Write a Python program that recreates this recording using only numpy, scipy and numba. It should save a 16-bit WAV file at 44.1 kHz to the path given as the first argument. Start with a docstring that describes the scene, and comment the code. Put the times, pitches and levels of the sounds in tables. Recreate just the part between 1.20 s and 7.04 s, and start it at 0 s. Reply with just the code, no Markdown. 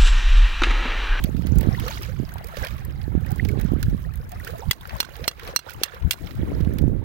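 """Wind gusts rumble and thump over a phone's two microphone ports while wavelets wash over shells.
Noise and tiny rising rings make the water; single bursts of hiss and ringing bubbles stand out of it.
From 3.5 s a steel hook taps six times on a clump of oysters, louder on the right: each blow adds noise,
a knock and the rings of shell and hook. The phone's gain control briefly ducks all sound when it gets loud."""
import sys
import numpy as np
from scipy.fft import rfft, irfft, next_fast_len
from scipy.io import wavfile
from scipy.ndimage import map_coordinates
from numba import njit

SR = 44100
rng = np.random.default_rng(int(sys.argv[2]) if len(sys.argv) > 2 else 0)


def dump(signal):
    """Clip the signal to [-1, 1] and save it as 16-bit WAV at the path in sys.argv[1]."""
    limited = np.clip(np.atleast_2d(signal).T, -1, 1)
    pcm = np.round(limited * 32767).astype(np.int16)
    wavfile.write(sys.argv[1], SR, pcm)


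N = 257544

# Levels are set before mixing. Left-right is how much louder the left is than the right.
# Gusts: (time [s], strength [dB], left-right [dB], sharp jolts relative to the rumble [dB])
GUSTS = [(0.0, -29.5, -7.5, -13.5), (0.36, -22, -41, -13), (0.81, -34, -4.5, -14),
         (0.93, -33.5, -20, -23.5), (1.2, -36.5, -7.5, -21), (1.43, -43.5, -13, -24),
         (1.77, -32.5, -7.0, -17), (2.02, -25, -38, -19.5), (2.57, -27.5, -23, -11.5), (2.64, -23, -3, -17),
         (2.99, -41, -13, -30.5), (3.04, -37, 2, -24), (3.5, -43.5, -19, -22), (3.74, -44, 19, -16),
         (3.85, -45, -8, -15.5), (4.63, -49.5, -3.5, -13), (4.75, -47.5, -10, -47),
         (4.88, -45.5, 21.5, -14), (5.43, -26, -7.5, -10), (5.84, -27, -24, -8.5)]
# Puffs that stand out of the gusts: (time [s], strength [dB], left-right [dB])
PUFFS = [(0.621, -28.5, -24), (0.928, -34, -22), (1.012, -26.5, -37), (1.408, -28, -37), (1.541, -29, -24),
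         (1.67, -43, -30), (2.128, -47, -40), (2.242, -22, -45), (2.569, -28.5, -27), (2.729, -24.5, -30),
         (2.868, -34, -31), (2.992, -29.5, -17), (3.17, -37, -23), (3.331, -35, -22), (3.482, -25, -21),
         (3.742, -34, 17), (4.028, -40.5, -10), (4.282, -39, -24.5), (4.57, -41.5, 9), (4.85, -23.5, 19),
         (5.052, -36.5, 16.5), (5.211, -27.5, -29), (5.41, -30.5, -24.5), (5.64, -20.5, -38)]
# Strongest eddies, on the windward right port: (time [s], level [dB], pitch [Hz])
THUMPS = [(0.046, -6.5, 165), (0.092, -13, 247), (0.149, -8, 163), (0.195, -10.5, 178), (0.252, -10.5, 202),
          (0.323, -4, 165), (0.376, -8, 134), (0.414, -10.5, 139), (0.473, -4, 205), (0.489, -1, 139),
          (0.606, -15, 156), (1.0, -11, 232), (1.034, -16.5, 259), (1.88, -13.5, 250), (1.952, -4.5, 230),
          (1.978, -5.5, 149), (2.127, -6.5, 131), (2.346, -19, 235), (2.375, -11.5, 283),
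          (2.388, -8.5, 141), (2.451, -4.5, 143), (2.52, -4.5, 185), (2.536, -5, 236), (2.566, -15.5, 201),
          (2.684, -5.5, 134), (2.729, -10, 187), (2.747, -10, 172), (5.197, -12.5, 172), (5.233, -9, 235),
          (5.41, -9, 127), (5.474, -5, 169), (5.536, -16, 158), (5.561, -12, 184), (5.614, -7, 169),
          (5.627, -8.5, 265), (5.64, -1.5, 212), (5.652, -12, 141), (5.68, -5, 190), (5.7, -17, 301),
          (5.731, -9.5, 177)]
# Dull buffeting noise: (frequency [Hz], relative level [dB])
RUMBLE_COLOUR = [(12, -47), (20, -17), (64, -5), (156, -14.5), (193, -20), (282, -38.5), (327, -42),
                 (400, -39.5), (520, -92), (880, -120)]
# Sharp edges of the buffeting: (frequency [Hz], relative level [dB])
JOLT_COLOUR = [(120, -52), (200, 3.5), (300, 3), (500, -8), (900, -30), (1800, -50)]

# Moving water: (time [s], gurgle [dB], crackle [dB], fizz [dB], left-right [dB])
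WASH = [(0.0, -45.5, -45.5, -56, -5), (0.1, -54.5, -60.5, -63.5, 0), (0.32, -52, -56.5, -62.5, -6),
        (0.52, -45.5, -53.5, -58, 3.5), (0.68, -47, -45, -57.5, -5.5), (1.02, -52.5, -57.5, -62.5, -3.5),
        (1.22, -50, -64.5, -65, -2.5), (1.4, -43, -48.5, -54.5, -7), (1.64, -54.5, -61.5, -65.5, -3.5),
        (1.95, -53, -66.5, -66.5, -4.5), (2.23, -51.5, -57, -61.5, -1), (2.5, -48.5, -57, -66, -4.5),
        (2.71, -54, -63, -62, -11), (2.96, -56, -66, -67.5, 4), (3.38, -50.5, -56.5, -59.5, -5.5),
        (3.56, -54, -62.5, -65, -6.5), (3.74, -45.5, -54, -59.5, 1), (3.87, -51, -55, -65, -17),
        (3.92, -51.5, -58.5, -61, -6.5), (4.33, -52.5, -58.5, -66, 0.5), (4.49, -49, -51, -59.5, -20.5),
        (4.57, -55, -59.5, -62.5, -3), (4.65, -42, -49, -63, -11), (4.85, -53.5, -67, -65, -3.5),
        (5.01, -53.5, -59, -61.5, -12.5), (5.48, -50.5, -64.5, -65, -7.5), (5.77, -61, -71, -70.5, 2),
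        (5.84, -55, -80, -75.5, -3)]
# Wavelets breaking on the shells: (time [s], lift of the wash [dB], half length [s])
WAVES = [(0.716, 6.5, 0.053), (1.432, 5, 0.036), (2.287, 4, 0.04), (3.133, 3.5, 0.024), (3.282, 6, 0.048),
         (3.742, 0.5, 0.024), (4.285, 9, 0.056), (5.036, 2.5, 0.11)]
# Low gurgle: (frequency [Hz], relative level [dB])
GURGLE_COLOUR = [(210, -43), (350, 2), (548, -7), (1290, -1.5), (1650, 0), (2310, -4.5), (2660, -10.5),
                 (3100, -11), (4000, -11.5), (5200, -44), (8800, -120)]
# Rush under the crackle: (frequency [Hz], relative level [dB])
SPRAY_COLOUR = [(1800, -43), (2800, -6.5), (4500, -7.5), (6500, -13.5), (9000, -21)]
# High fizz and hiss: (frequency [Hz], relative level [dB])
FOAM_COLOUR = [(2940, -34), (5000, -1), (5740, -11), (6500, -2.5), (8000, -7), (15100, 2), (15900, 8),
               (16300, -28)]
# How late the water reaches the left port; below zero the right is late: (time [s], delay [s])
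LEFT_DELAY = [(0, 0.0003), (3.4, 0.0005), (3.6, -.0004), (5.84, -0.0003)]
# Clear bursts of foam and drops: (time [s], hiss level [dB], splat over the hiss [dB], left-right [dB])
SPITS = [(0.039, -21.5, -8.5, -10), (0.166, -42, 1, -12), (0.22, -45, 1, -18), (0.268, -32.5, -3, -5),
         (0.356, -37, -3, 3), (0.384, -23.5, -22, -26), (0.409, -28.5, -6, -9), (0.429, -37, -2, -20),
         (0.545, -45, 8, 4), (0.598, -30.5, -3, 0), (0.681, -29, 1.5, -4), (0.71, -38, 6.5, -4),
         (0.773, -43.5, 10, -11), (0.821, -34, -9, -8), (0.831, -33, -1, -2), (0.848, -39, 2, -4),
         (1.09, -44, 3.5, -14), (1.138, -31.5, -17, 8), (1.182, -40.5, 0, -5), (1.243, -32, -27, -15),
         (1.271, -36, -11, -21), (1.285, -39, -10, -23), (1.369, -32, 0.5, -13), (1.447, -29, -0.5, -6),
         (1.469, -34, 4.5, -7), (1.58, -46.5, 4, -26), (1.65, -32, -31, 8), (1.814, -46.5, 5, -16),
         (1.83, -43, -18, -18), (2.007, -47, -14, -9), (2.084, -52, -18, -21), (2.181, -43.5, -4, -10),
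         (2.397, -38, -4, -20), (2.062, -37, -7, -6), (2.106, -36.5, -9, -16), (2.117, -33.5, -28, -19),
         (2.159, -36, -23, -16), (2.249, -32.5, 1, -13), (2.287, -30.5, -7, -20),
         (2.412, -29.5, -11, -15.5), (2.445, -41.5, -16, -4), (2.519, -41.5, -9, -0.5),
         (2.535, -40, -25, 13), (2.698, -41, -2.5, 2), (2.628, -24, -4.5, -14), (2.937, -41, -6, -12),
         (2.956, -37.5, -8, 8), (2.973, -45, -6, -17), (3.041, -48, -17, -3), (3.092, -38.5, -17, -15),
         (3.118, -34.5, -7, -18), (3.197, -36.5, -10, 19), (3.247, -30.5, -10, -12.5),
         (3.274, -33.5, -0.5, -23), (3.305, -37, -5, -25), (3.383, -35.5, -15, -29),
         (3.468, -56, -9, -21.5), (3.611, -40.5, -14, 6), (3.653, -63.5, 22.5, -3),
         (3.673, -35.5, -12, -23.5), (3.693, -41.5, 8.5, -2), (3.765, -35.5, -10, -16),
         (3.954, -58, 21.5, -10), (3.965, -38, -9, -23), (4.04, -42.5, 15, -11), (4.195, -40.5, 5.5, -6),
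         (4.248, -40.5, -19, -14), (4.275, -33.5, 4, 5), (4.495, -35, -0.5, -16), (4.505, -34, -6, -24.5),
         (4.535, -34, -33.5, -12), (4.745, -43, 4, 3), (4.822, -64.5, 26, 7), (5.045, -45.5, -2, -25),
         (5.07, -44.5, 7, -20), (5.107, -43.5, 5, -12), (5.152, -43, -8, -24), (5.407, -43, -1, -25),
         (5.447, -46.5, 4, 1), (5.536, -41, -24, -11), (5.584, -29.5, -1, -6.5), (5.618, -40, -8, -7)]
# Ringing bubbles: (time [s], level [dB], basic pitch [Hz], fading scale [s],
#                   pitch rise [share of basic pitch], left-right [dB])
BUBBLES = [(0.415, -35, 825, .026, 0.25, 15), (0.431, -27.5, 517, 0.029, 0.11, -14),
           (0.523, -31.5, 1260, 0.031, 0, 0), (0.547, -28.5, 1850, 0.03, 0.27, -5),
           (0.58, -34, 930, 0.043, 0.3, 2), (0.637, -37, 478, 0.066, .1, -4),
           (0.663, -29.5, 485, 0.11, 0.23, -7), (0.663, -32.5, 1340, 0.054, 0, -12),
           (0.707, -30, 940, 0.041, 0.088, 10), (0.826, -36, 5480, .04, 0.12, 3),
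           (0.837, -37, 2340, 0.038, 0, 4), (0.885, -40.5, 507, 0.11, 0.17, -12),
           (1.157, -29, 790, 0.016, 0.38, 7), (1.21, -33.5, 689, 0.017, .02, 8),
           (1.245, -42, 455, 0.18, 0.44, -24), (1.371, -26.5, 555, 0.02, 0, -7),
           (1.438, -28, 1637, 0.033, 0, -19), (1.439, -31, 600, 0.041, 0.13, -4),
           (1.45, -33, 1025, 0.023, 0.049, 17), (1.462, -39, 500, 0.046, .05, -17),
           (2.098, -39.5, 766, 0.15, 0.14, -7), (2.196, -22, 1910, 0.025, 0.22, -4),
           (2.251, -36, 861, 0.037, 0, -3), (2.281, -33.5, 416, 0.37, 0.21, -15),
           (2.29, -28.5, 2270, 0.021, 0, -4), (3.126, -34, 743, 0.09, 0, -10),
           (3.2, -33.5, 1870, 0.025, .2, 0), (3.225, -46, 387, 0.22, .19, -18),
           (3.272, -38.5, 431, 0.19, 0.41, -10), (3.277, -33, 1770, .03, 0.23, -4),
           (3.335, -29.5, 586, 0.033, 0.34, -8), (3.348, -39, 684, .13, 0, -7),
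           (3.392, -38, 428, 0.19, 0.82, -12), (3.433, -33, 790, 0.053, 0.094, -7),
           (3.654, -26, 1430, 0.015, 0.079, -3), (3.707, -29.5, 2600, 0.016, .14, 13),
           (3.758, -30.5, 970, 0.04, 0.5, 7), (3.846, -31.5, 1520, .025, .08, -24),
           (3.888, -25, 596, 0.0058, 0.024, -23), (3.915, -43, 542, .11, 0.3, -20),
           (3.995, -34.5, 454, 0.19, .45, -14), (4.229, -38.5, 483, .03, 0.017, 5),
           (4.29, -28.5, 510, 0.017, .14, 1), (4.337, -39, 523, 0.048, .07, 11),
           (4.464, -27, 797, 0.021, 0.078, -12), (4.467, -35, 510, 0.026, 0.12, -7),
           (4.489, -31.5, 1470, .026, 0.069, -29), (4.615, -23, 426, 0.019, 0, 0),
           (5.318, -23.5, 394, 0.011, 0.17, 27)]

# Hook on shell, with bounces: (time [s], level [dB], knock [dB], left-right [dB], shell ring [dB],
#                               hook low rings [dB], hook high rings [dB], crack's fall by 60 dB [s])
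TAPS = [(3.5105, -4, -14, -0.5, 2.5, -13, -24, 0.023), (3.5302, -22, -10, -3, -14, -17, -11, 0.016),
        (3.8017, -9.5, -6.5, -4, -21, -2, -0.5, 0.031), (3.828, -25.5, 0, -5, 0, -2, -15, 0.016),
        (3.8485, -32, -4, -14, -17, -21, -3, 0.024), (4.078, -7, -8.5, -3, -6.5, -5.5, 3, 0.024),
        (4.1118, -31, -1, -3, 0, -3, -10, 0.012), (4.361, -1, -12.5, -8, -10, -6.5, 2.5, 0.0087),
        (4.39, -17.5, -7.5, -6.5, -7, -6, -0.5, 0.02), (4.6337, -1.5, -17, -4, -25, -12, -12, 0.018),
        (4.6575, -28, -24, -2, -4, -8, -24, 0.02), (4.9083, -6, -22.5, -6.5, -4.5, -6, -21, 0.034),
        (4.92, -17, -37, 4, -15, -6, -13, 0.041), (4.9315, -18, -19, -5, -20, -17, -8, 0.023),
        (4.941, -38.5, 8.5, 7, -7, -7, -14, 0.013)]
# Ringing tones of the hook: (pitch [Hz], level [dB], fall by 60 dB [s])
HOOK_MODES = [(1617, -17, 0.025), (2776, -6, .045), (4210, -4, 0.034), (5830, -5, 0.03), (7730, -15, .028),
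              (9440, -18, 0.025), (11830, -16, 0.02)]
# Ringing tones of the struck shell: (pitch [Hz], level [dB], fall by 60 dB [s])
SHELL_MODES = [(2010, -4.5, .022), (3370, -2.5, 0.024), (4780, -7, 0.023), (6600, -7, 0.021)]
# Noise of the crack: (frequency [Hz], relative level [dB])
CRACK_COLOUR = [(470, -55), (800, -17.5), (3330, -0.5), (5240, -2.5), (5790, -7.5), (6330, -9),
                (8150, -5.5), (11600, -12.5), (14900, -3), (16300, -17)]
# Colour of the left port: (frequency [Hz], gain [dB])
LEFT_PORT = [(20, -1), (300, 2.5), (700, 3.5), (2400, -3.5), (6800, -8.5), (9000, -1.5), (13000, 2.5),
             (22000, -19)]

LUMP_DB, LUMP_RATE, JOLT_SWING_DB = 1.5, 10, 4  # gust lumps: depth, random points per s; swing of the jolts
PUFF_S = 0.024  # half length of a puff
CHURN_DB = 1.3  # depth of the churning shared by both sides
SMALL_SPITS, SMALL_SPIT_DB = 20, 19  # count of faint random bursts; their middle level over the fizz
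MODE_SCATTER_DB = 2  # each blow rings each tone a little differently
# Hard contact: level over the knock, half width, delay after first touch
CONTACT_DB, CONTACT_S, CONTACT_LATE_S = 2, 0.000096, 0.001165
TOP_HZ = 16500  # nothing is heard from here up


def amp(db):
    """Turns decibels into a gain."""
    return 10 ** (np.asarray(db) / 20)


def unit(x):
    """Scales a sound to an average strength (rms) of 1."""
    return x / np.sqrt(np.mean(x ** 2, axis=-1, keepdims=True) + 1e-20)


def curves(rows):
    """One value per sample for each column after the time."""
    s, *cols = np.transpose(rows)
    return [np.interp(np.arange(N) / SR, s, c) for c in cols]


def sides(pan_db):
    """Left and right gains whose summed power stays the same at any balance."""
    left = amp(pan_db)
    return np.array([left, np.ones_like(left)]) * 2 / np.sqrt(1 + left ** 2)


def wobble(rate):
    """Two unrelated smooth random curves through rate points a second."""
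    points = rng.standard_normal((2, int(N * rate / SR) + 4))
    return np.array([map_coordinates(p, [np.arange(N) * rate / SR]) for p in points])


def chatter(depth_db, rate, t):
    """A fast random gain with rate random points a second."""
    return amp(depth_db * np.interp(t * rate, np.arange(len(t)), rng.standard_normal(len(t))))


def gain_at(points, hz):
    """Gain of (frequency [Hz], level [dB]) points joined on a log axis, shut outside them."""
    f, db = np.transpose(points)
    return amp(np.interp(np.log(hz + 1), np.log(f + 1), db, left=-120, right=-120))


def coloured(x, spectrum):
    """Filters x through a spectrum and brings it to rms 1."""
    n = x.shape[-1]
    m = next_fast_len(n + min(n, 8192))
    return unit(irfft(rfft(x, m) * gain_at(spectrum, np.fft.rfftfreq(m, 1 / SR)), m)[..., :n])


def lag(s):
    """Seconds by which the left port hears the water late, a little different for each drop."""
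    return np.interp(s, *np.transpose(LEFT_DELAY)) + rng.normal(0, 0.0001, np.shape(s))


def add(out, s, sound, pan_db, lag_s):
    """Mixes one event in; one port hears it later."""
    delays = (max(lag_s, 0), max(-lag_s, 0))
    for side, gain, late in zip(out, sides(pan_db), delays):
        side[round((s + late) * SR):][:len(sound)] += gain * sound


def wind():
    """Eddies buffet each port separately: a lumpy rumble, small sharp jolts and single strong thumps."""
    db, pan_db, jolt_db = curves(GUSTS)
    strength = amp(db) * sides(pan_db) * unit(amp(LUMP_DB * wobble(LUMP_RATE)))
    for s, level_db, side_db in PUFFS:
        first = max(round((s - 3 * PUFF_S) * SR), 0)
        last = min(round((s + 3 * PUFF_S) * SR), N)
        near = np.arange(first, last)
        swell = np.exp(-((near / SR - s) / PUFF_S) ** 2)
        strength[:, near] += amp(level_db) * sides(side_db)[:, None] * swell
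    rumble = coloured(amp(1.74 * wobble(30)) * rng.standard_normal((2, N)), RUMBLE_COLOUR)
    clicks = (rng.random((2, N)) < 190 / SR) * rng.uniform(-1.2, 1, (2, N))  # about 190 a second
    jolts = coloured(clicks, JOLT_COLOUR) * amp(jolt_db + JOLT_SWING_DB * wobble(14))
    thumps, t = np.zeros((2, N + SR)), np.arange(-400, 900) / SR
    for s, level_db, hz in THUMPS:
        turns = hz * t
        swell = np.exp(-(turns / np.where(t < 0, .2, .65)) ** 2)  # steep front, slower rebound
        push = np.cos(2 * np.pi * turns - .7) * swell
        thumps[1, round(s * SR) - 400:][:len(t)] += rng.choice([-1, 1]) * amp(level_db) * push
    return strength * (rumble + jolts) + thumps[:, :N]


def grains(rate, hz, spread, cycles, scatter_db, size):
    """Many short fading, rising tones at random moments, pitches and places, rms 1."""
    row = rng.random((int(rate * N / SR), 4))
    pitch = np.clip(hz * np.exp(spread * 3.65 * (row[:, 1:2] - .5)), 200, SR / 2.6)
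    turns = pitch * np.arange(size) / SR
    tone = np.sin(2 * np.pi * turns * (1 + 0.027 * turns / cycles))
    rings = tone * np.exp(-turns / cycles) * (1 - np.exp(-turns))
    rings *= amp(-scatter_db * np.log(row[:, 2:3] + 0.0013))
    start = row[:, :1] * (N - 64) + 32
    gains = sides(14 * (row[:, 3:] - .5))
    late = lag(start / SR) * SR / 2  # half the delay on each side, in samples
    mixed = []
    for gain, shift in zip(gains, (late, -late)):
        places = (start + shift).astype(int) + np.arange(size)
        mixed.append(np.bincount(places.ravel(), (gain * rings).ravel(), N)[:N])
    return unit(np.array(mixed))


def rush(spectrum, rate):
    """Soft, unsteady noise of moving water."""
    return coloured(rng.standard_normal((2, N)), spectrum) * amp(2.6 * wobble(rate))


def water():
    """Three sizes of bubble, each over its own soft rush: gurgle, crackle and the fizz of foam."""
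    gurgle_db, crackle_db, fizz_db, pan_db = curves(WASH)
    big = grains(260, hz=1221, spread=0.526, cycles=5.3, scatter_db=2.5, size=700)
    middle = grains(350, hz=3895, spread=0.301, cycles=5.8, scatter_db=3.5, size=250)
    tiny = grains(560, hz=11200, spread=0.25, cycles=3, scatter_db=2.5, size=80)
    gurgle = amp(-4) * rush(GURGLE_COLOUR, 25) + amp(-0.5) * coloured(big, GURGLE_COLOUR)
    crackle = amp(-7.0) * rush(SPRAY_COLOUR, 30) + amp(-1.0) * middle
    fizz = amp(-1.5) * rush(FOAM_COLOUR, 40) + amp(-3) * coloured(tiny, FOAM_COLOUR)
    t = np.arange(N) / SR
    breaks_db = sum(lift_db * np.exp(-((t - s) / half_s) ** 2) for s, lift_db, half_s in WAVES)
    churn = amp(CHURN_DB * wobble(12)[0] + breaks_db)
    mix = amp(gurgle_db) * gurgle + amp(crackle_db) * crackle + amp(fizz_db) * fizz
    return churn * sides(pan_db) * mix


def spits():
    """Each burst is a very short hiss over a duller splat; fainter ones pop at random in the foam."""
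    out, t = np.zeros((2, N + SR)), np.arange(2048) / SR
    when, *_, fizz_db, wash_pan_db = np.transpose(WASH)
    small = []
    for s, a, b, c in rng.random((SMALL_SPITS, 4)) * [N / SR, 1, 1, 1]:
        level_db = np.interp(s, when, fizz_db) + SMALL_SPIT_DB + 8 * (a - .5)
        small.append((s, level_db, 20 * (b - .5), np.interp(s, when, wash_pan_db) - 14 * c))
    for s, db, splat_db, pan_db in SPITS + small:
        a, b = rng.standard_normal((2, len(t)))
        hiss = coloured(a, FOAM_COLOUR) * amp(-60 * t / 0.016)
        body = coloured(b, [(1200, 0.5), (1800, 3.5), (4500, -3.0), (6500, -14)])
        splat = body * amp(splat_db - 60 * t / 0.032)
        add(out, s, amp(db) * (hiss + splat) * (1 - np.exp(-t / 0.00071)), pan_db, lag(s))
    return out[:, :N]


def bubbles():
    """A bubble rings, often at a pitch that climbs as it nears the surface, fluttering in the churn."""
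    out, t = np.zeros((2, N + SR)), np.arange(SR // 6) / SR
    for s, db, hz, fade_s, rise, pan_db in BUBBLES:
        flutter = chatter(4.7, 0.18 * hz + 30, t)  # small, high bubbles flutter faster
        age = np.minimum(t / (0.32 * fade_s), 2.5)
        pitch = hz * (.97 + rise * age ** 1.32)
        fade = amp(-13 * (t / (.22 * fade_s)) ** 1.4)
        ring = np.sin(2 * np.pi * np.cumsum(pitch) / SR) * fade * (1 - np.exp(-t / 0.00043))
        add(out, s, amp(db) * flutter * ring, pan_db, lag(s))
    return out[:, :N]


def ringing(modes, t):
    """Fading tones at slightly new strengths and phases, roughened by the grinding contact."""
    total = 0
    for hz, level_db, t60 in modes:
        fade = amp(level_db + rng.normal(0, MODE_SCATTER_DB) - 60 * t / t60)
        total = total + fade * chatter(1.8, 520, t) * np.sin(2 * np.pi * (hz * t + rng.random()))
    return total


def taps():
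    """Each contact cracks, knocks the clump and rings shell and hook; the spot struck sets which tones lead."""
    out, t = np.zeros((2, N + SR)), np.arange(SR // 12) / SR
    for s, db, knock_db, pan_db, shell_db, low_db, high_db, crack_t60 in TAPS:
        shared = rng.standard_normal((2, len(t)))
        for side, gain, late in zip(out, sides(pan_db), (0, .0004)):  # right port 0.4 ms later
            shell = amp(shell_db) * ringing(SHELL_MODES, t)
            hook = amp(low_db) * ringing(HOOK_MODES[:2], t) + amp(high_db) * ringing(HOOK_MODES[2:], t)
            grit = shared + 3.1 * rng.standard_normal((2, len(t)))
            crack_fade = amp(-9.5 - 60 * t / crack_t60) + amp(-17.5 - 60 * t / 0.042)  # crack, then crumble
            crack = crack_fade * coloured(grit[0], CRACK_COLOUR)
            thud = coloured(grit[1], [(250, -6.0), (500, -17.5), (1200, 2.5), (1700, 1.0)])
            knock = amp(knock_db - 60 * t / 0.013) * thud
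            contact = amp(knock_db + CONTACT_DB) * np.exp(-((t - CONTACT_LATE_S) / CONTACT_S) ** 2)
            blow = (shell + hook) * (1 - np.exp(-t / 0.0025))
            blow = blow + (crack + knock) * (1 - np.exp(-t / 0.00074)) + contact
            side[round((s + late) * SR):][:len(t)] += gain * amp(db + 1.5) * blow
    return out[:, :N]


def scene():
    """Adds all layers, from the background to the taps."""
    return wind() + water() + spits() + bubbles() + taps()


@njit
def ducking(over_db, attack_s, hold_s, release_db):
    """Gain cut in dB: rises fast toward the excess level, holds, then lets go at release_db a second."""
    cut, now, wait = np.zeros(len(over_db)), 0.0, 0.0
    for i in range(len(over_db)):
        if over_db[i] > now:
            now += (over_db[i] - now) / (attack_s * SR)
            wait = hold_s
        elif wait > 0:
            wait -= 1 / SR
        else:
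            now = max(now - release_db / SR, 0.0)
        cut[i] = now
    return cut


def record(dry):
    """Left port's colour, gain control shared by both sides and less alert to bass, soft overload, band limit."""
    hz = np.fft.rfftfreq(N, 1 / SR)
    left = irfft(rfft(dry[0]) * gain_at(LEFT_PORT, np.clip(hz, 30, 20000)), N)
    ports = np.array([left, dry[1]])
    heard = irfft(rfft(ports) * hz ** 2 / (hz ** 2 + 500 ** 2), N)  # bass weakened for the gain control
    over_db = 20 * np.log10(np.abs(heard).max(axis=0) + 1e-9) + 10  # excess over -10 dB
    ducked = ports * amp(-ducking(over_db, 0.00063, 0.077, 280.0))
    softened = ducked / (1 + np.abs(ducked) ** 4) ** (1 / 4)
    return irfft(rfft(softened) * (hz < TOP_HZ), N)


dry = scene()
out = record(dry)
dump(out)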